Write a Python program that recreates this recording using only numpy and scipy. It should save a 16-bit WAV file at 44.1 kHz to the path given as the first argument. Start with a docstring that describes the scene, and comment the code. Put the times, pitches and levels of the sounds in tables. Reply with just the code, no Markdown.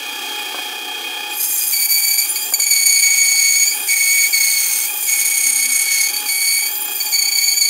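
"""A small shed, where a thick board is pushed into a running bandsaw, eased off and pushed again.
The bed is wheel rumble and motor whine, ducking behind the cut. Teeth sing at their passing rate once
they touch wood, and chips hiss. Under load the blade chatters on a lower squeal that throbs once a wheel
turn, flares on grabs and drops out on slips. The board knocks the table; a low groan passes briefly."""
import sys
import numpy as np
from scipy import signal
from scipy.fft import rfft, irfft
from scipy.io import wavfile
from scipy.ndimage import uniform_filter1d

SR = 44100
rng = np.random.default_rng(int(sys.argv[2]) if len(sys.argv) > 2 else 0)


def log_audio(samples):
    """Write samples as a 16-bit WAV file to the path given in sys.argv[1]."""
    # one column per channel
    frames = np.atleast_2d(samples).T
    # limit to full scale, then quantise
    limited = np.clip(frames, -1, 1)
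    pcm = np.round(limited * 32767).astype(np.int16)
    wavfile.write(sys.argv[1], SR, pcm)


N = 339129

# EQ of the wheel and bearing rumble. Each row: frequency in Hz, gain in dB.
RUMBLE_EQ = [(30, -30), (150, -40), (250, -5.5), (600, -12.5), (1000, -6.5), (1550, -3.5), (1950, -15.5),
             (2250, 1.5), (2800, -4), (5000, -7.5), (8000, -12), (15900, -12.5)]
# Resonances of the saw frame. Each row: frequency in Hz, filter width in Hz, gain in dB.
FRAME_MODES = [(385, 300, -10.5), (742.5, 38, 0.5), (834.2, 82, 4.5), (1185, 110, -11), (1721, 170, -3.5),
               (2476, 84, 8), (3296, 530, -12), (4776, 250, -7.5), (6650, 76, -12), (8160, 270, -15),
               (9840, 280, -14)]
# Motor whine, a tone with a sideband each side. Each row: frequency in Hz, relative level in dB.
MOTOR_WHINE = [(3117.5, -4), (3242, 6), (3366, -5)]
# The board hitting the table. Each row: start in seconds, peak in dB.
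BOARD_KNOCKS = [(0.545, -12.5), (0.587, -14), (2.525, -18), (2.592, -21)]
# The board's ring. Each row: frequency in Hz, relative level in dB, time to fade 60 dB in seconds.
BOARD_MODES = [(326, -5, 0.12), (563, 11.5, 0.11), (745, 22.5, 0.047), (1120, 29.5, 0.012),
               (1560, 19, 0.042)]
# Faders for teeth touching wood. Each row: time in seconds, then levels in dB of the tooth tone,
# its sixth partial, the rasp between pushes and the fine chip hiss.
TOOTH_FADERS = [(1.28, -40.5, -55, -63, -54), (1.42, -24, -38, -36, -32.5), (1.92, -32.5, -40.5, -36, -25),
                (2.33, -31, -48, -41.5, -33.5), (3.8, -33.5, -45, -43.5, -35), (4.4, -32.5, -34, -40, -33),
                (4.96, -35, -34.5, -42, -32), (5.08, -26, -32.5, -38.5, -34), (5.25, -31.5, -43, -35, -34),
                (5.85, -35, -43, -39.5, -47), (6.62, -35, -45, -43, -32.5), (6.75, -33, -27.5, -48, -31.5),
                (7.05, -32.5, -33, -43, -35.5), (7.38, -32, -42.5, -41.5, -32.5),
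                (7.69, -30, -42, -45, -35)]
# Balance of the tooth tone. Each entry: offset in dB, for partials 1 to 5.
TOOTH_PARTIALS_DB = [-13, -9.5, -3.5, -1, -2.5]
# Pitch of the tooth tone. Each row: time in seconds, passing teeth per second.
TOOTH_RATE = [(1.28, 2448), (1.7, 2440), (2.4, 2420), (5, 2430), (6.8, 2412), (7.69, 2425)]
# EQ of the chip hiss. Each row: frequency in Hz, gain in dB.
CHIP_EQ = [(900, -33.5), (1500, -22), (3000, -20), (5200, -16.5), (7000, -8.5), (7800, -15), (9500, -14),
           (12500, -5), (15900, 0)]
# Blade resonances the chips rasp through. Each row: frequency in Hz, filter width in Hz, gain in dB.
BLADE_MODES = [(5520, 97, -14), (6410, 147, -0.5), (8530, 350, 3), (9480, 360, 2.5), (10510, 410, -3),
               (11740, 320, -3), (13850, 850, -4.5), (14130, 660, -8)]
# Pushes of the board. Each row: start, end and release in seconds, chatter pitch in Hz, then in dB
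# the throb depth, rasp level, swell over the push and levels of partials 1 to 5.
BOARD_PUSHES = [(1.735, 2.236, 0.054, 2284, 2.05, -38, 1.5, -28, -24.5, -25, -26, -26),
                (2.602, 3.001, 0.019, 2240, 2, -36.5, 1, -26, -23, -17.5, -21.5, -27.5),
                (3.023, 3.634, 0.069, 2239, 1.5, -34, -0.5, -21.5, -22, -15.5, -28, -34),
                (3.889, 4.262, 0.051, 2229, 1, -34, 1, -19.5, -26.5, -18.5, -22.5, -33),
                (4.338, 4.84, .06, 2215, 1.5, -33, -12, -17.5, -19, -17.5, -23, -31.5),
                (5.08, 5.29, .015, 2223, 1.5, -33, -3, -23.5, -30.5, -18.5, -27, -25.5),
                (5.309, 5.844, .012, 2223, 3, -32.5, 0.5, -25, -30, -20.5, -21.5, -26),
                (5.863, 6.07, .05, 2226, 3, -32, -0.5, -22.5, -25, -23.5, -31, -30),
                (6.293, 6.664, 0.035, 2241, 1.5, -37.5, 1.5, -26, -23.5, -26, -22, -24.5),
                (7.132, 7.691, 0.051, 2244, 3, -39.5, 1, -27.5, -21, -20.5, -31, -32)]
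# Sudden grabs of the blade in the kerf. Each row: start in seconds, relative strength in dB.
BLADE_GRABS = [(1.723, -8.5), (1.9026, -8), (2.1813, -2), (2.355, -8), (2.4194, -20), (2.5366, 6.5),
               (2.597, -4.5), (2.6628, -24), (2.7057, -6), (2.86, -10), (3.0245, -15), (3.663, -14),
               (3.674, -9), (3.71, -7), (3.8856, -16), (4.3269, -15.5), (5.03, -16), (5.3088, -20),
               (6.0838, -10.5), (6.133, -8), (6.1614, -8.5), (6.258, -12), (6.665, -13), (7.001, -5.5),
               (7.0613, -11), (7.1375, -3.5), (7.1846, -13), (7.2759, -16), (7.317, -15), (7.3517, -24),
               (7.4355, -10), (7.5413, -5), (7.5707, -8), (7.603, -5)]
# Colour of a grab against the steady chatter. Each entry: offset in dB, for partials 1 to 5.
GRAB_PARTIALS_DB = [-7, 1, -3, -9, -1.5]
# Brief slips of the blade. Each row: centre in seconds, depth in dB, width in seconds.
BLADE_SLIPS = [(1.878, -31, 0.016), (2.013, -9, 0.014), (2.149, -9, 0.0097), (2.17, -9, 0.011),
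               (2.212, -8.5, 0.0074), (2.568, -20, 0.041), (2.613, -11, 0.01), (2.631, -7, 0.0076),
               (2.655, -22.5, 0.0122), (2.693, -11, 0.02095), (2.848, -10, 0.015), (3.501, -7.5, 0.0096),
               (3.952, -13.5, 0.0121), (4.398, -13.5, 0.009), (5.241, -16, 0.0097), (5.399, -9.5, 0.0082),
               (5.516, -16, 0.0095), (5.541, -11.5, 0.0072), (5.68, -13.5, 0.017), (5.785, -11.5, 0.0089),
               (6.081, -25, 0.0071), (6.125, -13, 0.012), (6.62, -11, 0.012), (6.65, -13.5, 0.013),
               (7.171, -7.5, 0.016), (7.211, -9, 0.013), (7.24, -6, 0.013), (7.269, -8, 0.011),
               (7.309, -10.5, 0.022), (7.345, -8.5, 0.017), (7.456, -9, 0.014), (7.555, -15.5, 0.018),
               (7.597, -11, 0.028)]
# The low groan. Each row: time in seconds, pitch in Hz, level in dB.
GROAN_PATH = [(5.25, 261, -80.5), (5.45, 255, -46), (5.75, 252.8, -46.5), (5.85, 253.7, -81.5)]

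WHEEL_HZ = 31.02
PUSH_ATTACK_S, EASED_DB, EASED_RISE = .018, -20, .075  # eased off, chatter is faint and this share higher
SIXTH_DB = -11  # sixth chatter partial against the fifth
GRAB_RISE_S, GRAB_FALL_S = 0.0025, 0.012
GRAB_PULL = 9.5  # how firmly a grab drags the eased pitch back down
TOOTH_UNDER_PUSH_DB = -2.5  # the tooth tone gives way to the chatter
MACHINE_DB, KNEE_DB, DUCK_DB_PER_DB, DUCK_WINDOW_S = -34.5, -28, 0.87, 0.067
SHED_T60_S = .22
MIC_LOW_HZ, MIC_TOP_HZ, MIC_NOISE_DB = 233, 15690, -67


def undb(db):
    """Gain of a level in dB."""
    return 10 ** (np.asarray(db) / 20)


def unit(x):
    """Scaled to rms 1."""
    return x / np.sqrt(np.mean(x ** 2))


def curves(table):
    """One automation curve for each column after the time."""
    times, *columns = np.transpose(table)
    return [np.interp(np.arange(N) / SR, times, column) for column in columns]


def walk(rate):
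    """Smooth random drift at rms 1, with `rate` new values a second."""
    hold = max(int(SR / rate), 2)
    steps = np.repeat(rng.standard_normal(N // hold + 1), hold)
    return unit(uniform_filter1d(uniform_filter1d(steps, hold), hold)[:N])


def colour(x, eq):
    """EQ a sound through (Hz, dB) points."""
    hz, db = np.transpose(eq)
    gain_db = np.interp(np.log(np.fft.rfftfreq(N, 1 / SR) + 1), np.log(hz), db)
    return irfft(rfft(x) * undb(gain_db), N)


def band_rms(x, lo_hz, hi_hz):
    """Strength of a sound within one band."""
    bandpass = signal.butter(4, [lo_hz, hi_hz], "bandpass", fs=SR, output="sos")
    return np.std(signal.sosfilt(bandpass, x))


def ring(x, hz, width):
    """One resonance, gain 1 at the centre."""
    return signal.lfilter(*signal.iirpeak(hz, hz / width, fs=SR), x)


def turn(hz, jitter, rate):
    """Phase of a cycle whose speed trembles."""
    return 2 * np.pi * np.cumsum(hz * (1 + jitter * walk(rate))) / SR


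def strikes(table):
    """One pulse per row of (seconds, dB)."""
    pulses = np.zeros(N)
    for start, db in table:
        pulses[int(start * SR)] = undb(db)
    return pulses


def stack(phase, gains, flicker_db, rate, grit, grit_rate):
    """Harmonics that each flicker alone; grit widens the higher ones into rough bands."""
    tone = np.zeros(N)
    for k, gain in enumerate(gains, 1):
        flicker = undb(flicker_db * walk(rate)) + grit * k * walk(grit_rate * k ** .5)
        tone += np.sqrt(2) * gain * flicker / np.hypot(1, grit * k) * np.cos(k * phase + k * k)
    return tone


def wheel_rumble():
    """Wheels and bearings rumble through the frame; noise partly repeats each turn, so it hums."""
    lag = int(SR / WHEEL_HZ)
    turns = rng.standard_normal((N // lag + 1, lag))
    drive = unit(signal.lfilter([1], [1, -0.43], turns, axis=0).ravel()[:N])
    pulse_db = 1.64 * np.cos(turn(WHEEL_HZ, jitter=0.026, rate=3.88)) + 0.86 * walk(8.2)
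    rumble = colour(drive * undb(pulse_db), RUMBLE_EQ)
    frame = sum(undb(db) * ring(ring(drive, hz, width), hz, width) for hz, width, db in FRAME_MODES)
    body = undb(1) * unit(rumble) + unit(frame)
    return body / band_rms(body, 250, 1000)


def motor_whine():
    """The motor whines on three nearly steady lines."""
    return sum(undb(db + walk(11)) * np.sin(turn(hz, jitter=0.00069, rate=20)) for hz, db in MOTOR_WHINE)


def board_knocks():
    """The board hits the table and gives a short wooden ring."""
    t = np.arange(SR // 5) / SR
    modes = sum(undb(db - 60 * t / t60) * np.sin(2 * np.pi * hz * t) for hz, db, t60 in BOARD_MODES)
    return signal.fftconvolve(strikes(BOARD_KNOCKS), modes / np.abs(modes).max())[:N]


def tooth_tone(phase, level_db, sixth_db, throb):
    """Teeth strike the wood in turn: a gritty note that throbs lightly with the wheel."""
    gains = [undb(level_db + db) for db in TOOTH_PARTIALS_DB] + [undb(sixth_db)]
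    return undb(0.57 * throb) * stack(phase, gains, flicker_db=6.1, rate=60, grit=0.51, grit_rate=150)


def chip_hiss(rasp_db, fine_db):
    """Chips hiss through flickering blade resonances; coarse rasp and fine top have their own faders."""
    grain = undb(3.0 * walk(900))
    blade = np.zeros(N)
    for hz, width, db in BLADE_MODES:
        gain = undb(db + 10 + 2 * walk(3.04))
        blade += gain * ring(ring(grain * rng.standard_normal(N), hz, width), hz, 2 * width)
    hiss = colour(grain * rng.standard_normal(N) + blade, CHIP_EQ)
    fine = signal.sosfiltfilt(signal.butter(2, 10000, "highpass", fs=SR, output="sos"), hiss)
    rasp = hiss - fine
    return (undb(rasp_db) * rasp / band_rms(rasp, 5100, 6300)
            + undb(fine_db) * fine / band_rms(fine, 12600, 14300))


def pushes():
    """Feeding the board: how far it is eased off (0-1), the chatter envelope in dB, the push settings."""
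    t, rows = np.arange(N) / SR, np.array(BOARD_PUSHES)

    def envelope(start, end, release, swell_db):
        return np.interp(t, [start - PUSH_ATTACK_S, start, end, end + release],
                         [EASED_DB, 0, swell_db, EASED_DB])

    press_db = np.max([envelope(*row) for row in rows[:, [0, 1, 2, 6]]], axis=0)
    eased = np.max([envelope(*row, swell_db=0) for row in rows[:, :3]], axis=0) / EASED_DB
    current = np.minimum(np.searchsorted(rows[:, 1] + rows[:, 2], t), len(rows) - 1)
    return eased, press_db, uniform_filter1d(rows[current, 3:].T, size=300, axis=1)


def blade_chatter(phase, tooth_phase, partial_db, load_db, flare):
    """The loaded blade squeals; passing teeth beat against it and spread sidebands."""
    beat = 1 + 0.13 * np.cos(tooth_phase - phase) + 0.12 * np.cos(2 * (tooth_phase - phase))
    gains = [undb(db) * (undb(load_db) + flare * undb(grab_db))
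             for db, grab_db in zip(partial_db, GRAB_PARTIALS_DB)]
    gains.append(undb(SIXTH_DB) * gains[-1])
    return undb(-1) * beat * stack(phase, gains, flicker_db=1.15, rate=80, grit=0.14, grit_rate=200)


def grabs():
    """The blade catches in the kerf: a quick swell, and a pitch scoop that starts sharp and drops."""
    t = np.arange(SR // 8) / SR
    hits = strikes(BLADE_GRABS)
    shape = np.exp(-t / GRAB_FALL_S) - np.exp(-t / GRAB_RISE_S)
    swell = signal.fftconvolve(hits, shape / shape.max())[:N]
    scoop = signal.fftconvolve(hits > 0, np.exp(-t / .012))[:N]
    return np.maximum(swell, 0), .022 * uniform_filter1d(scoop, size=200)


def slips():
    """The blade slips: short bell-shaped dips, in dB."""
    t, db = np.arange(N) / SR, np.zeros(N)
    for centre, depth_db, width in BLADE_SLIPS:
        near = slice(int((centre - .06) * SR), int((centre + .06) * SR))
        db[near] += depth_db * np.exp(-(2 * (t[near] - centre) / width) ** 2)
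    return db


def cut():
    """Blade in wood: tooth tone, chip hiss and chatter, all throbbing with the wheel."""
    t = np.arange(N) / SR
    tooth_db, sixth_db, eased_rasp_db, fine_db = curves(TOOTH_FADERS)
    eased, press_db, (push_hz, throb_db, push_rasp_db, _, *partial_db) = pushes()
    throb = np.cos(turn(WHEEL_HZ, jitter=.05, rate=4)) + .4 * walk(30)
    slip_db = slips()
    grip_db = throb_db * throb + slip_db
    grab, scoop = grabs()
    flare = 2.31 * grab * undb(slip_db)
    # a looser grip lets the squeal slide up towards the tooth rate
    slide = EASED_RISE * eased * np.exp(-GRAB_PULL * grab) - .0018 * np.clip(grip_db, -12, 5)
    squeal_hz = push_hz * (1 + scoop + uniform_filter1d(slide, size=100))
    squeal_phase = turn(squeal_hz, jitter=0.00458, rate=200)
    tooth_phase = turn(curves(TOOTH_RATE)[0], jitter=0.00428, rate=150)
    teeth = tooth_tone(tooth_phase, tooth_db + TOOTH_UNDER_PUSH_DB * (1 - eased), sixth_db, throb)
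    chatter = blade_chatter(squeal_phase, tooth_phase, partial_db, press_db + grip_db, flare)
    rasp_db = push_rasp_db * (1 - eased) + eased_rasp_db * eased
    hiss = (undb(grip_db) + flare) ** 0.62 * chip_hiss(rasp_db, fine_db)
    touching = np.clip((t - TOOTH_FADERS[0][0]) / 0.039, 0, 1)
    loaded = t > BOARD_PUSHES[0][0] - .1
    return (teeth + hiss) * touching + chatter * loaded


def groan():
    """A rough low tone that fades in and out."""
    hz, db = curves(GROAN_PATH)
    return undb(db + 3 * walk(30)) * np.sin(turn(hz, jitter=.04, rate=40)) * (db > db.min())


def shed(x, wet_db):
    """Dry sound plus the short diffuse tail of a small room."""
    t = np.arange(int(SHED_T60_S * SR)) / SR
    tail = rng.standard_normal(len(t)) * undb(-60 * t / SHED_T60_S)
    return x + undb(wet_db) * signal.fftconvolve(x, tail / np.sqrt(np.sum(tail ** 2)))[:N]


def ducking(cutting):
    """Gain of the machine bed, pulled down as the cut rises above the knee."""
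    cut_db = 10 * np.log10(uniform_filter1d(cutting ** 2, int(DUCK_WINDOW_S * SR)) + 1e-9)
    return undb(MACHINE_DB - DUCK_DB_PER_DB * np.maximum(cut_db - KNEE_DB, 0))


def scene():
    """Mono mix: cut and knocks with the shed's tail, over the ducked bed and the groan."""
    cutting = cut()
    foreground = shed(cutting + board_knocks(), wet_db=-6.5)
    bed = ducking(cutting) * (wheel_rumble() + motor_whine())
    return (foreground + bed + groan())[None]


def record(dry):
    """Peaks round off, the small microphone drops the bass and adds faint noise, the top is cut."""
    rounded = np.tanh(0.63 * dry) / 0.61
    thinned = signal.sosfilt(signal.butter(4, MIC_LOW_HZ, "highpass", fs=SR, output="sos"), rounded)
    noise = undb(MIC_NOISE_DB) * unit(signal.lfilter([1], [1, -.97], rng.standard_normal(N)))
    return signal.sosfilt(signal.ellip(12, .2, 75, MIC_TOP_HZ, fs=SR, output="sos"), thinned + noise)


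dry = scene()
out = record(dry)
log_audio(out)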